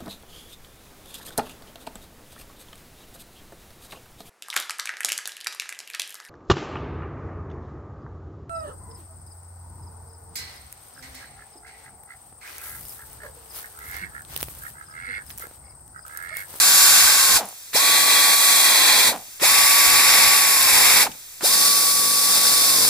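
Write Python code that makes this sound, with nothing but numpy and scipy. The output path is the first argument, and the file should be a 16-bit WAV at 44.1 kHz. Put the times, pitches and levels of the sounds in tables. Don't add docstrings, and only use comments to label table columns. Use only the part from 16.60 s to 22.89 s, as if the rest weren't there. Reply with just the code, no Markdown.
import sys
import numpy as np
from scipy import signal
from scipy.fft import rfft, irfft
from scipy.io import wavfile

SR = 44100
rng = np.random.default_rng(int(sys.argv[2]) if len(sys.argv) > 2 else 0)


def inscribe(sig):
    pcm = np.round(np.clip(np.atleast_2d(sig).T, -1, 1) * 32767)
    wavfile.write(sys.argv[1], SR, pcm.astype(np.int16))


N = 277389
TIME = np.arange(N) / SR
FREQ = np.maximum(np.arange(N // 2 + 1) * SR / N, 1)

FREE_HZ = 1134
VANES_PER_STROKE = 22.8
START_DELAY_S, SPIN_UP_SHARE = .02, .92
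FREEWHEEL_SHARE, FREEWHEEL_S = .28, 0.1
OPEN_POWER, CLOSE_POWER = 2.47, 2.55
FLAP_SHARE, FLAP_RISE_S = .53, 0.0068
UNSEAL_DB, UNSEAL_S = -11.5, 0.039
THREAD_DB, THREAD_HZ = 1.5, 4


def undb(db):
    return 10 ** (np.asarray(db) / 20)


def across(points, column=1):
    points = np.array(points)
    return np.interp(np.log(FREQ), np.log(points[:, 0]), points[:, column])


def noise():
    return rng.standard_normal(N)


def unit(x):
    return x / np.sqrt(np.mean(x ** 2))


def shape(x, response):
    return irfft(rfft(x) * response, N)


def per_band(response, band):
    inside = (FREQ > band[0]) & (FREQ < band[1])
    return response / np.sqrt(np.mean(inside * response ** 2))


def resonance(hz, width):
    return 1 / (1 + 1j * (FREQ ** 2 - hz ** 2) / (FREQ * width))


def body(modes):
    return sum(undb(db) * resonance(hz, width) for hz, width, db in modes)


def walk(rate):
    return unit(shape(noise(), 1 / (1 + (FREQ / rate) ** 4)))


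def ramp(start, length):
    return np.clip((TIME - start) / length, 0, 1)


def pulses(turns, scatter_db):
    passed = np.diff(np.floor(turns), prepend=0) > 0
    return passed * undb(scatter_db * noise())


def ports(direct, diffuse):
    # (frequency [Hz], side minus mid [dB], left lead [-1 to 1])
    port_table = [(40, 17, 0.93), (250, 0, 0.76), (700, -8.5, -0.17), (1430, -19.5, 0.5), (1990, -11, 0.4),
                  (2615, -1.5, 0.81), (2800, 6.5, .3), (3200, 44, -0.19), (3197, 2, -0.53),
                  (4420, -6.5, 0.93), (6450, 2, -0.51), (6970, -1.5, .8), (10250, -1, -.7), (11270, 5, .8),
                  (12250, -6, -.6), (13270, -0.5, .8), (13800, 20, -0.076), (14300, 3, -.6),
                  (15100, 6, -.7), (15300, -7, 0)]
    ratio = undb(across(port_table))
    lead = np.clip(across(port_table, column=2), -1, 1)
    mid_gain = 1 / np.hypot(1, ratio)
    mid = shape(direct, mid_gain)
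    side_spectrum = 1j * lead * rfft(direct) + np.sqrt(1 - lead ** 2) * rfft(diffuse)
    side = irfft(side_spectrum * ratio * mid_gain, N)
    return np.array([mid + side, mid - side])


def motor_speed(pressed, opening, released, braking, sag):
    spin_up = np.tanh(np.maximum(TIME - pressed - START_DELAY_S, 0) / (SPIN_UP_SHARE * opening))
    freed = released + braking * (1 - FREEWHEEL_SHARE)
    freewheel = FREEWHEEL_SHARE * np.exp(-np.maximum(TIME - freed, 0) / FREEWHEEL_S)
    return (FREE_HZ - sag) * spin_up * np.maximum(1 - ramp(released, braking), freewheel)


def rotor(rate, load, jitter=.004, drag_db=6):
    rate = rate * (1 + jitter * walk(27))
    strokes = np.cumsum(rate) / SR / VANES_PER_STROKE
    drag = load * undb(drag_db) * np.sin(2 * np.pi * strokes)
    return np.cumsum(rate * (1 - drag)) / SR


def exhaust(flow, swell, jet, hollows, turns, gain_db=3, vane_depth=0.2, stroke_depth=0.024, flutter_db=0.43,
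            shift_db=1.66, treble_swell=0.47):
    hollow_db = sum(db * abs(resonance(hz, width)) ** 2 for hz, width, db in hollows)
    colour = per_band(undb(across(jet) + hollow_db), (4000, 13000))
    vane_puffs = vane_depth * np.cos(2 * np.pi * turns)
    stroke_puffs = stroke_depth * np.cos(2 * np.pi * turns / VANES_PER_STROKE)
    puffs = 1 + vane_puffs + stroke_puffs
    air = ports(shape(noise() * puffs, colour), shape(noise() * puffs, colour))
    low = shape(air, 1 / (1 + (FREQ / 5000) ** 4))
    high = air - low
    low_db = swell + shift_db * walk(1.17)
    high_db = treble_swell * swell + shift_db * walk(1.7) / 2
    air = low * undb(low_db) + high * undb(high_db)
    return air * flow * undb(gain_db + flutter_db * walk(32))


def whine(rate, gain, grip, turns, rough=0.14, grip_rough=1.0, slow_rough=0.94, second_db=-16, third_db=-22,
          side_db=-17):
    # (vane rate [Hz], level [dB])
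    loudness = [(100, -58), (230, -32.5), (330, -31), (560, -23.5), (820, -29.5), (1020, -32), (1090, -30),
                (1140, -28.5)]
    slowness = 1 - rate / FREE_HZ
    phase = 2 * np.pi * turns + slow_rough * slowness * walk(137) + grip_rough * grip * walk(35)
    tone = np.sin(phase) + undb(second_db) * np.sin(2 * phase) + undb(third_db) * np.sin(3 * phase)
    side = undb(side_db) * np.cos(phase)
    level = gain * undb(np.interp(rate, *np.array(loudness).T)) * (rate > 0)
    return np.array([tone + side, tone - side]) * np.sqrt(2) * level * (1 + rough * walk(66))


def ratchet(rate, load, turns, return_db=-4, tick_db=-6, side_db=-5, soft_hz=900):
    # (frequency [Hz], width [Hz], relative level [dB])
    tank_modes = [(98.7, 21, 0.5), (210.5, 14.4, 7), (245, 26, 8.5), (289, 65, 5), (403, 120, -7),
                  (491, 96, 10), (660, 99, -25)]
    strokes = turns / VANES_PER_STROKE
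    knocks = pulses(strokes, scatter_db=1.8) + undb(return_db) * pulses(strokes + .5, scatter_db=3.5)
    knocks = knocks * np.sqrt(SR * VANES_PER_STROKE / FREE_HZ) * load * rate / FREE_HZ
    tank = body(tank_modes) / (1 + 1j * FREQ / soft_hz)
    thud = shape(knocks, tank / np.sqrt(np.mean(abs(tank) ** 2)))
    tick = undb(tick_db) * shape(knocks, resonance(9500, 2500))
    side = undb(side_db) * np.roll(thud, int(0.00364 * SR))
    return (thud + tick + np.array([side, -side])) * (rate > 0)


def workshop(leak_db=-38.5, hum_hz=97.5, hum_db=-68.5):
    # (frequency [Hz], relative density [dB per Hz])
    leak_colour = [(30, -11), (60, -17), (150, -7.5), (500, -9.5), (1500, -5.5), (2200, -3), (4500, 1),
                   (7000, 4), (10000, 2), (14000, 2.5), (15500, 3.5)]
    colour = per_band(undb(across(leak_colour)), (0, SR))
    leak = ports(shape(noise(), colour), shape(noise(), colour))
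    hum = np.sin(2 * np.pi * np.cumsum(hum_hz + 2 * walk(5.2)) / SR) * undb(2 * walk(3))
    return undb(leak_db) * leak + undb(hum_db) * hum


def gusts(blowing, length_s=0.022, gain_db=-2.5, mid_db=-15, eddy_db=-59, eddy_spread_db=4):
    # (time [s], level [dB])
    strongest = [(.03, -46), (.455, -37), (.75, -32), (3.02, -41), (3.27, -37), (3.35, -35), (3.679, -35),
                 (4.05, -39), (4.15, -33)]
    # (frequency [Hz], relative density [dB per Hz])
    gust_colour = [(12, -14), (35, -6.5), (70, -1.5), (160, -15.5), (400, -12), (1500, -58)]
    colour = per_band(undb(across(gust_colour)), (20, 70))
    mid, side = undb(mid_db) * shape(noise(), colour), shape(noise(), colour)
    swells = sum(undb(db) * np.exp(-((TIME - at) / length_s) ** 2 / 2) for at, db in strongest)
    eddies = blowing * undb(eddy_db + eddy_spread_db * walk(6))
    return np.array([mid + side, mid - side]) * (swells * undb(gain_db) + eddies)


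def coasting(start, db, decay, turns, air_db=-19):
    # (frequency [Hz], width [Hz], relative level [dB])
    housing_modes = [(750, 210, 27), (940, 73, 8), (1650, 500, -35)]
    housing = body(housing_modes)
    flaps = shape(pulses(turns, scatter_db=4.5), housing)
    gain = undb(db) * ramp(start, FLAP_RISE_S) * np.exp(-np.maximum(TIME - start - FLAP_RISE_S, 0) / decay)
    flaps = flaps / np.sqrt(np.average(flaps ** 2, weights=gain ** 2) + 1e-12)
    return gain * (flaps + undb(air_db) * unit(shape(noise(), housing)))


def clicks(side_db=-5):
    # (time [s], starting level [dB], ring [Hz], width [Hz], decay [s])
    strikes = [(.855, -34, 9800, 900, .003), (0.888, -29.5, 9800, 900, .0027),
               (1.132, -31, 1200, 1800, 0.0082), (1.162, -19, 5400, 450, 0.025),
               (2.56, -32, 9500, 900, .003), (2.578, -40, 9400, 900, 0.0033),
               (2.797, -33.5, 930, 1400, 0.034), (4.516, -33, 3000, 3000, 0.0046),
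               (4.808, -33, 1003, 1200, 0.051)]
    out = np.zeros((2, N))
    for start, db, hz, width, decay in strikes:
        strike = undb(db) * np.exp(-abs(TIME - start) / decay) * (TIME >= start)
        mid, side = (unit(shape(noise(), resonance(hz, width))) for _ in range(2))
        out += strike * (mid + undb(side_db) * np.array([side, -side]))
    return out


def room(x, t60_s=0.36, wet_db=-15, bounce_s=.0026, bounce_db=-17):
    bounce = shape(x, np.exp(-2j * np.pi * FREQ * bounce_s) * FREQ / np.hypot(FREQ, 2500))
    tails = np.array([noise(), noise()]) * undb(-60 * TIME / t60_s) * (TIME > .006)
    tails /= np.sqrt(np.sum(tails ** 2, axis=1, keepdims=True))
    echo = signal.fftconvolve(x, tails, axes=1)[:, :N]
    return x + undb(bounce_db) * bounce + undb(wet_db) * shape(echo, 1 / np.hypot(1, FREQ / 1500))


def scene():
    # (pressed [s], opening time [s], released [s], braking time [s],
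    # relative hiss level [dB], mid-run swell of the low hiss [dB], whine gain at full speed [dB])
    runs = [(-.3, 0.038, 0.77, 0.065, -17, -0.2, -6), (1.121, 0.033, 2.484, .088, -20, 3.4, -2),
            (2.79, .046, 4.426, .077, -19.5, 2.6, -1), (4.802, .048, 6.44, .08, -20, -0.8, -4.5)]
    # (time [s], spread [s], motor sag [Hz], whine change at full speed [dB],
    # relative knock level when free [dB], and when tight [dB], final tightening [s])
    grips = [(.58, 0.085, 67.24, 6, -51.5, -45.5, .3), (2.16, .1, 109.7, -2, -51, -38.5, .25),
             (4.03, .08, 122.8, -3, -52, -39.5, 0.65), (6.22, 0.081, 167.3, -2, -46, -31.5, 0.45)]
    # (frequency [Hz], relative density [dB per Hz])
    jets = [
        [(100, -17.5), (250, -17), (500, -16), (900, -5.5), (1350, -6), (1900, -5.5), (2400, -3.5),
         (3000, -4.5), (4000, -0.5), (5200, 0.5), (6100, -3.5), (8000, -0.5), (11000, -1), (15500, -7)],
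        [(100, -24), (250, -14), (500, -11.5), (900, -4), (1350, -8), (1900, -2), (2400, -2.5), (3000, -8),
         (4000, 3), (5200, -2.5), (6100, -3), (8000, 0), (11000, -2), (15500, -5)],
        [(100, -14.5), (250, -13.5), (500, -11), (900, -1.5), (1350, -4.5), (1900, 1), (2400, 4), (3000, -4),
         (4000, -2.5), (5200, 3.5), (6100, -0.5), (8000, 0), (11000, 2), (15500, -5)],
        [(100, -20), (250, -12.5), (500, -11), (900, -9), (1350, -9.5), (1900, -9), (2400, -7.5), (3000, -8),
         (4000, -1), (5200, 3.5), (6100, -2), (8000, -0.5), (11000, -1), (15500, -3.5)],
    ]
    # (frequency [Hz], width [Hz], gain [dB])
    hollows = [
        [(1540, 180, 7), (6970, 1140, 3.5), (9000, 790, -3.5)],
        [(1954, 25, 8), (2400, 130, 6.5), (3337, 60, 11.5), (12200, 600, 1.5)],
        [(2140, 110, 1), (3750, 370, 5), (6130, 350, -5.5), (7240, 800, 1.5), (9000, 630, -2.5)],
        [(3610, 39, 10), (8700, 440, 3), (10050, 540, 4)],
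    ]
    # (level [dB], decay [s])
    coasts = [(-28, 0.043), (-27.5, 0.037), (-20.5, 0.0057)]
    # (time [s], half length [s], change of the low hiss [dB])
    dip_table = [(1.204, 0.041, -3), (1.437, 0.028, -3.3), (1.783, 0.037, -3.5)]

    tool, blowing = clicks(), 0
    dips = sum(db * np.exp(-((TIME - at) / length) ** 2 / 2) for at, length, db in dip_table)
    for k, (pressed, opening, released, braking, hiss_db, swell_db, whine_db) in enumerate(runs):
        grips_at, spread, sag_hz, strain_db, free_db, tight_db, tightening = grips[k]
        grip = (1 + np.tanh((TIME - grips_at) / spread / 2)) / 2
        tightness = np.sin(np.pi / 2 * ramp(released - tightening, tightening))
        load = undb(free_db + (tight_db - free_db) * tightness + THREAD_DB * walk(THREAD_HZ))
        rate = motor_speed(pressed, opening, released, braking, sag_hz * grip)
        turns = rotor(rate, load)
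        flow = ramp(pressed, opening) ** OPEN_POWER * (1 - ramp(released, braking)) ** CLOSE_POWER
        swell = swell_db * np.sin(np.pi * ramp(pressed, released - pressed)) + dips
        loose = released + braking * (1 - FLAP_SHARE)
        fade_db = UNSEAL_DB * ramp(loose - UNSEAL_S / 2, UNSEAL_S)
        whine_gain = undb((whine_db + strain_db * grip) * rate / FREE_HZ + fade_db)
        tool += exhaust(flow * undb(hiss_db), swell, jets[k], hollows[k], turns)
        tool += whine(rate, whine_gain, grip, turns)
        tool += ratchet(rate, load, turns)
        if k < len(coasts):
            tool += coasting(loose, *coasts[k], turns)
        blowing = blowing + flow
    return room(tool) + gusts(blowing) + workshop()


def record(dry):
    # (frequency [Hz], left minus right [dB])
    balance_table = [(200, 2), (600, -2), (1200, -0.5), (2400, 0.5), (3900, -2), (5500, 1), (7200, -1),
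                     (8600, 1), (10000, 0), (15000, 0)]
    balance = across(balance_table) / 2
    heard = shape(dry, undb(np.array([balance, -balance])))
    rounded = heard / (1 + (heard / .9) ** 8) ** (1 / 8)
    return shape(rounded, 1 / np.sqrt(1 + (FREQ / 15520) ** 700))


dry = scene()
out = record(dry)
inscribe(out)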